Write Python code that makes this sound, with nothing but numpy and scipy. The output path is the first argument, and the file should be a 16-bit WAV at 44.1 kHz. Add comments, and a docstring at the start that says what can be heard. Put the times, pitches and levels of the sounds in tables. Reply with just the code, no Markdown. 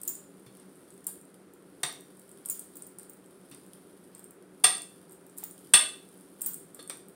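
"""A steel fork stirs thick food on a ceramic plate in a small furnished room, two metres from a phone.
Noise-burst ticks of the tines on the glaze and drifting sines of singing steel lie over gritty drags.
Harder blows ring the modes of the plate by striking place, crack, and knock the table under it.
Wet food crackles as smeared noise snaps; far off an appliance hums as narrow noise bands over a hush.
Diffuse tails give the room; the microphone port peaks near 9 kHz."""
import sys
import numpy as np
from scipy import signal
from scipy.fft import rfft, irfft, next_fast_len
from scipy.io import wavfile
from scipy.ndimage import uniform_filter1d, minimum_filter1d

SR = 44100
rng = np.random.default_rng(int(sys.argv[2]) if len(sys.argv) > 2 else 0)


def transcribe(signal):
    """Save signal, clipped to [-1, 1], as a 16-bit WAV file at the path in sys.argv[1]."""
    frames = np.atleast_2d(signal).T
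    limited = np.clip(frames, -1, 1)
    pcm = np.round(limited * 32767).astype(np.int16)
    wavfile.write(sys.argv[1], SR, pcm)


N = 315315  # samples


def amp(db):
    """Amplitude factor of a level in dB."""
    return 10 ** (np.asarray(db) / 20)


def unit(x):
    """Scale to an RMS of 1."""
    return x / np.sqrt(np.mean(x ** 2) + 1e-20)


def along(points, hz):
    """Interpolate (frequency [Hz], value) points on a log frequency axis."""
    f, value = np.transpose(points)
    return np.interp(np.log(hz + 1), np.log(f + 1), value)


def filtered(x, response):
    """Multiply the spectrum by a complex response of frequency."""
    m = next_fast_len(x.shape[-1] + 4096)
    spectrum = rfft(x, m) * response(np.fft.rfftfreq(m, 1 / SR))
    return irfft(spectrum, m)[..., :x.shape[-1]]


def coloured(x, points):
    """Shape the spectrum by (frequency [Hz], gain [dB]) points."""
    return filtered(x, lambda hz: amp(along(points, hz)))


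def peak(hz, centre_hz, width_hz):
    """Response of one causal resonance with gain 1 at its centre."""
    return 1j * hz * width_hz / (centre_hz ** 2 - hz ** 2 + 1j * hz * width_hz)


def swell(t, rise):
    """Smooth onset from 0 towards 1 with time constant rise [s]."""
    return (1 - np.exp(-t / rise)) ** 2


def ring(modes, t, scatter_db, waver):
    """Damped sines at slightly new strengths; the touch of hand and food makes their phase wander."""
    hz, db, t60 = np.transpose(modes)[:, :, None]
    # random walk of the phase, waver in radians per root second
    drift = waver * np.cumsum(rng.standard_normal((len(modes), len(t))), axis=1) / np.sqrt(SR)
    level = db + scatter_db * rng.standard_normal(db.shape) - 60 * t / t60
    return np.sum(amp(level) * np.sin(2 * np.pi * hz * t + drift), axis=0)


def puff(t, t60, rise=0.00016):
    """A burst of noise that swells quickly and dies away."""
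    return amp(-60 * t / t60) * swell(t, rise) * rng.standard_normal(len(t))


def add(track, s, sound):
    """Mix a sound into the track at time s [s]."""
    start = max(round(s * SR), 0)
    track[start:start + len(sound)] += sound


# spectrum shape of the hush in the room: (frequency [Hz], relative level [dB])
HUSH_COLOUR = [(15, -75), (25, -61.5), (80, -20), (117, -14.5), (185, 0.5), (217, -5.5), (293, 0),
               (317, -1.5), (363, -2.5), (754, -23.5), (1400, -16.5), (1520, -19.5), (6380, -51),
               (9070, -25.5), (16000, -80)]
# fuzzy hum lines of the far appliance: (frequency [Hz], width [Hz], level [dB])
HUM_LINES = [(189.7, 10.6, -63.5), (285.4, 17, -65.5), (366, 14, -64.5), (391.7, 12, -65.5), (467, 65, -69)]
HUSH_DB = -58.5


def room_tone():
    """Broad hush, with far-off hum lines that waver because each is noise through a narrow resonance."""
    tone = amp(HUSH_DB) * unit(coloured(rng.standard_normal(N), HUSH_COLOUR))
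    noise = rng.standard_normal(N)
    for hz, width_hz, db in HUM_LINES:
        line = filtered(noise, lambda f: peak(f, hz, width_hz))
        tone += amp(db) * unit(line)
    return tone


# how long the small furnished room rings: (frequency [Hz], t60 [s])
ROOM_DECAY = [(200, 0.72), (1000, 0.36), (4000, 0.39), (9000, 0.35), (15000, 0.26)]


def room(x):
    """Two diffuse tails, each frequency dying at its own speed; every third of a second the paths differ."""
    out, step = np.zeros((2, N + 2 * SR)), SR // 3
    delay = 90  # samples, about 2 ms before the tail arrives
    for start in range(0, N, step):
        hz, t, bins = signal.stft(rng.standard_normal((2, SR // 2)), SR, nperseg=256)
        decay = amp(-60 * t / along(ROOM_DECAY, hz)[:, None])
        tail = signal.istft(bins * decay, SR, nperseg=256)[1]
        tail /= np.linalg.norm(tail[0])
        wet = signal.fftconvolve(x[None, start:start + step], tail, axes=1)
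        out[:, start + delay:start + delay + wet.shape[1]] += wet
    return out[:, :N]


# resonance of the microphone port: (frequency [Hz], width [Hz], level over the direct sound [dB])
PORT = (8785, 1100, 10.4)


def microphone_port(x):
    """The port adds its own resonance to the sound that passes straight through."""
    centre_hz, width_hz, db = PORT
    return filtered(x, lambda hz: 1 + amp(db) * peak(hz, centre_hz, width_hz))


# crackle of the food along the strokes: (time [s], relative level [dB])
STIR = [(0.02, -57.5), (0.24, -64), (0.84, -61.5), (1.53, -68.5), (1.81, -62.5), (2.55, -61), (2.81, -61.5),
        (3.0, -68), (3.56, -60), (4.2, -64.5), (4.36, -71.5), (4.8, -58), (5.16, -66), (5.6, -58.5),
        (5.93, -58), (6.53, -63), (7.15, -65.5)]
# colour of the wet food: (frequency [Hz], gain [dB])
FOOD_COLOUR = [(1500, -23), (4000, -4), (7000, -11.5), (10000, -4), (16000, -6.5)]


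def food():
    """Tiny sticky snaps of uneven size over a moist rustle, following the stroke."""
    s, db = np.transpose(STIR)
    struck = rng.random(N) < 300 / SR  # about 300 snaps a second
    snaps = struck * rng.standard_normal(N) * amp(3 * rng.exponential(size=N))
    smeared = signal.fftconvolve(snaps, puff(np.arange(300) / SR, 0.0089))[:N]
    rustle = unit(smeared) + rng.standard_normal(N)
    level = np.interp(np.arange(N) / SR, s, db) - 7.5
    return amp(level) * unit(coloured(rustle, FOOD_COLOUR))


# the fork dragged over the plate: (time [s], length [s], level at the height of the stroke [dB])
DRAGS = [(0.027, 0.33, -66), (0.548, 0.18, -67), (1.059, 0.11, -61), (2.438, 0.31, -64),
         (2.728, 0.28, -68.5), (2.963, 0.21, -67.5), (3.495, 0.17, -65), (4.12, 0.17, -67.5),
         (5.08, 0.1, -71), (5.364, 0.21, -65), (6.385, 0.33, -62.5), (6.738, 0.15, -68)]
# colour of the scrape: (frequency [Hz], gain [dB])
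DRAG_COLOUR = [(400, -27), (1000, 5), (2500, -6.5), (5000, -3.5), (7000, -19.5), (10000, -32.5)]


def drag():
    """Gritty friction noise that bites fast and eases off through each stroke."""
    stroke = np.zeros(N + SR)
    for s, length, db in DRAGS:
        u = np.linspace(0, 1, round(length * SR))
        add(stroke, s, amp(db) * np.sin(np.pi * u ** 0.44) ** 2.7)
    unevenness_db = 3 * unit(uniform_filter1d(rng.standard_normal(N), 200))
    grit = amp(unevenness_db) * rng.standard_normal(N)
    return stroke[:N] * unit(coloured(grit, DRAG_COLOUR))


# touches that set the tines singing:
# (time [s], level of tine mode 1 [dB], of mode 2 [dB], of mode 3 [dB], time until the food chokes them [ms])
SINGS = [(.077, -28.5, -60, -29, 6.9), (.087, -60, -36, -33, 13), (1.068, -48, -50, -45, 8),
         (2.499, -37, -53, -30, 31), (2.594, -70, -48, -55, 6), (2.755, -68, -70, -46, 8),
         (2.769, -66, -70, -48, 15), (2.867, -64, -70, -48, 8), (3.096, -62, -70, -45, 6),
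         (5.437, -41.5, -46, -28, 3.4), (6.462, -45, -29, -26, 37)]
# modes of the steel tines: (frequency [Hz], t60 [s])
TINE_MODES = [(7090, .12), (14220, .1), (15130, .15)]


def tines():
    """The steel modes sing freely for a moment, until the food damps them."""
    steel, t = np.zeros(N + SR), np.arange(SR // 4) / SR
    for s, *levels, free_ms in SINGS:
        modes = [(hz, db, t60) for (hz, t60), db in zip(TINE_MODES, levels)]
        song = ring(modes, t, scatter_db=0, waver=32)
        choke = amp(-60 * np.maximum(t - free_ms / 1000, 0) / 0.022)
        add(steel, s, choke * (1 - np.exp(-t / 0.0015)) * song)
    return steel[:N]


# blows on the plate: (time [s], ring level [dB], place [0 edge, 1 rim, 2 shoulder, 3 well],
# relative crack level over the ring [dB], knock level through the table [dB], knock frequency [Hz])
BLOWS = [(0.463, -58, .1, 3, -46.5, 126), (1.088, -68, 2.9, 2, -44, 796),
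         (1.833, -30.5, 2.87, 4, -40.5, 142), (3.514, -54, 2.65, 3, -48.5, 138),
         (4.641, -17, 1.02, -1.5, -39, 143), (4.653, -27.5, 1.4, -12.5, -40.5, 296),
         (5.43, -59.5, 2.8, 11.5, -40, 834), (5.737, -13.5, 1.98, -3, -34, 172.3),
         (6.791, -45, 0.018, -2.5, -37, 473), (6.897, -43, 2.8, 5, -36, 540)]
# modes of the plate by striking place: (frequency [Hz], level at the edge [dB], at the rim [dB],
# at the shoulder [dB], in the well [dB], relative t60 [s])
PLATE_MODES = [(622, -16, -26.5, -15.5, -14.5, 0.11), (1217, -5, -7.5, -13, -5, .11),
               (1639, -11, -6.5, -10, -17.5, 0.062), (1929, -14, -7.5, -7.5, -5, 0.094),
               (2220, -34, -17.5, -19, -15, 0.04), (2693, -14, -8, -2.5, -14.5, 0.12),
               (3004, -29, -24, -1, -14.5, 0.024), (3475, -22, -9.5, -11.5, -2, 0.06),
               (3493, -6, -5, 0, -7.5, 0.13), (3548, -4.5, -7.5, -6.5, -8.5, 0.12),
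               (3705, -20, -10.5, -8.5, 2.5, .09), (3750, -28, -12.5, -15.5, 0, .06),
               (4030, -26, -17, -14.5, -17, .055), (4350, -5, -10.5, -7, -19.5, 0.12),
               (4450, -12, -16, -23.5, -28, .07), (4580, -28, -23, -21.5, -34, 0.036),
               (5350, -27, -20.5, -14.5, -15, 0.05), (5306, -17, -10, -13.5, -35, 0.1),
               (5800, -28, -36, -22.5, 2, 0.087), (6200, -25, -13, -17.5, -33, 0.1),
               (7490, -24, -14.5, -25.5, -11, 0.09), (7580, -18, -23.5, -25.5, -23, 0.13),
               (8150, -24, -28.5, -26.5, -4, .085), (8750, -34, -20.5, -14.5, -20.5, .075),
               (8710, -15, -15, -6.5, -17.5, 0.099), (8870, -26, -5, -20, -6.5, 0.1),
               (10000, -8, -21.5, -16, -34.5, .1), (11770, -27, -26, -23, -29, .09),
               (10800, -27, -27.5, -25.5, -36, 0.15), (13120, -24, -28, -39, -22, .065)]
# colour of the crack of a blow: (frequency [Hz], gain [dB])
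CRACK_COLOUR = [(100, -68.5), (300, -6), (800, 1.5), (2000, 1.5), (5000, -2.5), (10000, -21.5),
                (16000, -13)]
FREE_OUTSIDE, FREE_IN_WELL = 1.03, 0.72  # factors on the ring time; the food lies in the well
RISE_MS, RISE_MS_PER_DB = 0.4, 0.0281  # onset time constant of a 0 dB blow, slower per dB below


def plate():
    """Where the fork lands decides which modes speak, food damps them; the table under the plate knocks."""
    china, crack, table = np.zeros((3, N + SR))
    t = np.arange(SR // 3) / SR
    for s, db, place, crack_db, knock_db, knock_hz in BLOWS:
        free = np.interp(place, range(4), [FREE_OUTSIDE] * 3 + [FREE_IN_WELL])
        modes = [(hz, np.interp(place, range(4), levels), free * t60) for hz, *levels, t60 in PLATE_MODES]
        rise = max(RISE_MS - RISE_MS_PER_DB * db, 0.1) / 1000
        sound = ring(modes, t, scatter_db=1, waver=13)
        add(china, s, amp(db) * sound * swell(t, rise))
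        burst = puff(t, 0.025, rise / 2) + 0.35 * puff(t, 0.12, rise)
        add(crack, s, amp(db + crack_db + 8.5) * burst)
        cycles = knock_hz * t  # wood rings for about twenty cycles
        add(table, s, amp(knock_db - 3 * cycles) * np.sin(2 * np.pi * cycles) * (1 - np.exp(-cycles)))
    # a second-order high-pass thins the ring of the plate below about 400 Hz
    thinned = filtered(china, lambda hz: (1j * hz / (400 + 1j * hz)) ** 2)
    return thinned[:N], coloured(crack, CRACK_COLOUR)[:N], table[:N]


# clear touches of the tines on the glaze:
# (time [s], relative tick level [dB], relative level of the duller part over it [dB])
TICKS = [(0.0149, -31, -0.5), (0.0328, -27, 0), (0.052, -32, -17), (0.0767, -20.5, -23), (0.0904, -29.5, 7),
         (0.1531, -40, 10.5), (0.3975, -50, 1), (0.4628, -51, 10), (0.5701, -44.5, 6), (0.5977, -48, 9),
         (0.9043, -47, 12.5), (0.9398, -45, -3), (0.9777, -49, 13), (1.043, -40, 4.5), (1.0675, -18, -8),
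         (1.2131, -43.5, 4), (1.253, -49, 5), (1.5364, -42.5, -3), (1.8317, -29, 17.5), (1.926, -35, -17),
         (2.0078, -39, -26.5), (2.1949, -39, -1.5), (2.2922, -42, -5), (2.3146, -42, 1),
         (2.4578, -24, -3.5), (2.487, -27, -8), (2.4977, -18, -11), (2.575, -40, 7), (2.5935, -27, -2),
         (2.6429, -44, -9), (2.7551, -38.5, 3), (2.7686, -30.5, -5), (2.8215, -39, 11), (2.8664, -38, -2),
         (2.9856, -33, 4), (2.9957, -42, 7), (3.031, -37, -9), (3.0959, -39, 3), (3.1338, -41, -1),
         (3.2605, -46, 0), (3.4989, -44, -4), (3.5129, -38, 0), (3.5468, -44, 10.5), (3.6641, -44, -15),
         (4.149, -41.5, 7), (4.1809, -43, -17), (4.1934, -36.5, -4), (4.2418, -39, 0), (4.3076, -38.5, 1),
         (4.6374, -26.5, 10), (4.6423, -28.5, 25.5), (4.7694, -44, 17), (4.7804, -41, 16),
         (4.8189, -45, 22), (5.0953, -46, -1.5), (5.1093, -41.5, -8), (5.1208, -36.5, -9), (5.130, -40, -8),
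         (5.2659, -42, -14), (5.2969, -44.5, 5), (5.3694, -41.5, -7), (5.3764, -32.5, 2), (5.3832, -26, -3),
         (5.4264, -42.5, 2), (5.4375, -27, -4), (5.4464, -38, -7), (5.5099, -37.5, 4.5), (5.7359, -19, 21),
         (5.8886, -51.5, 28), (6.0887, -46.5, 7), (6.1754, -45, -1), (6.2096, -48, 5), (6.3874, -49, 8),
         (6.409, -31, -18.5), (6.4168, -17.5, -18), (6.4456, -38, 8), (6.4607, -19.5, -5),
         (6.534, -26.5, -16), (6.542, -27, 0), (6.5764, -46.5, 4), (6.5974, -44, 6), (6.7461, -32.5, -4),
         (6.8274, -40, 1), (6.8758, -45, 13), (6.8962, -35.5, 13.5), (6.953, -45, 9), (6.9711, -39.5, -2),
         (7.0848, -39.5, -14)]
# colour of the bright tick: (frequency [Hz], gain [dB])
TICK_COLOUR = [(2000, -24.5), (4500, -29), (6500, -20.5), (7300, -6.5), (10000, -5), (13000, -1.5),
               (16000, -1)]
TICK_MS, TICK_MS_PER_DB = 18.6, 0.3141  # t60 of a touch listed at 0 dB, shorter per dB below
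# faint chance touches in between: rate, mean and spread of their relative level
GRAZES_PER_S, GRAZE_DB, GRAZE_SPREAD_DB = 2.7, -53, 3.5


def ticks():
    """Each touch is a sharp bright tick and a duller, slightly longer one from the glaze."""
    bright, dull, t = np.zeros(N + SR), np.zeros(N + SR), np.arange(SR // 10) / SR
    times = np.cumsum(rng.exponential(size=60)) / GRAZES_PER_S
    chance = GRAZE_SPREAD_DB * rng.standard_normal((len(times), 2))
    grazes = [(s, GRAZE_DB + a, b) for s, (a, b) in zip(times, chance) if s < N / SR]
    for s, db, dull_db in TICKS + grazes:
        length = max(TICK_MS + TICK_MS_PER_DB * db, 1) / 1000
        body = amp(db + 6.5) * puff(t, length, length / 12)
        click = amp(db + 10.5) * puff(t, 0.0012)
        add(bright, s, body + click)
        add(dull, s, amp(db + dull_db + 1.5) * puff(t, 1.53 * length, length / 12))
    glaze = filtered(dull, lambda hz: peak(hz, 8710, 1400))
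    return (coloured(bright, TICK_COLOUR) + glaze)[:N]


def scene():
    """Fork, plate and food with their room through two close ports, plus table thump and room tone."""
    china, crack, thump = plate()
    touch = ticks()
    contact = crack + touch
    near = china + contact + tines() + food() + drag()
    # ticks beam forward, so the walls get less of them
    shared, unshared = room(near - 0.058 * touch)
    mid = near + amp(-3.5) * shared
    # the two close ports hear the same bass; sharp treble reaches them slightly apart
    quadrature = signal.hilbert(contact, next_fast_len(N))[:N].imag  # phase turned by 90 degrees
    apart = amp(-35.5) * unshared + amp(-21.5) * quadrature
    # the difference fades below 3500 Hz
    side = filtered(apart, lambda hz: 1 / (1 + (3500 / (hz + 1)) ** 8))
    return microphone_port(np.array([mid + side, mid - side])) + thump + room_tone()


TOP_HZ = 15880


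def band_limit(x):
    """Steep cut of everything above the top frequency."""
    return filtered(x, lambda hz: 1 / (1 + (hz / TOP_HZ) ** 300))


def record(dry):
    """The band limit; a quick limiter turns both channels down where a peak would pass 0.9."""
    heard = band_limit(dry)
    needed = np.minimum(1, 0.9 / (np.abs(heard).max(axis=0) + 1e-9))
    # hold the lowest gain for about 6 ms and smooth it over 3 ms
    gain = uniform_filter1d(minimum_filter1d(needed, size=257), size=129)
    return band_limit(heard * gain)


dry = scene()
out = record(dry)
transcribe(out)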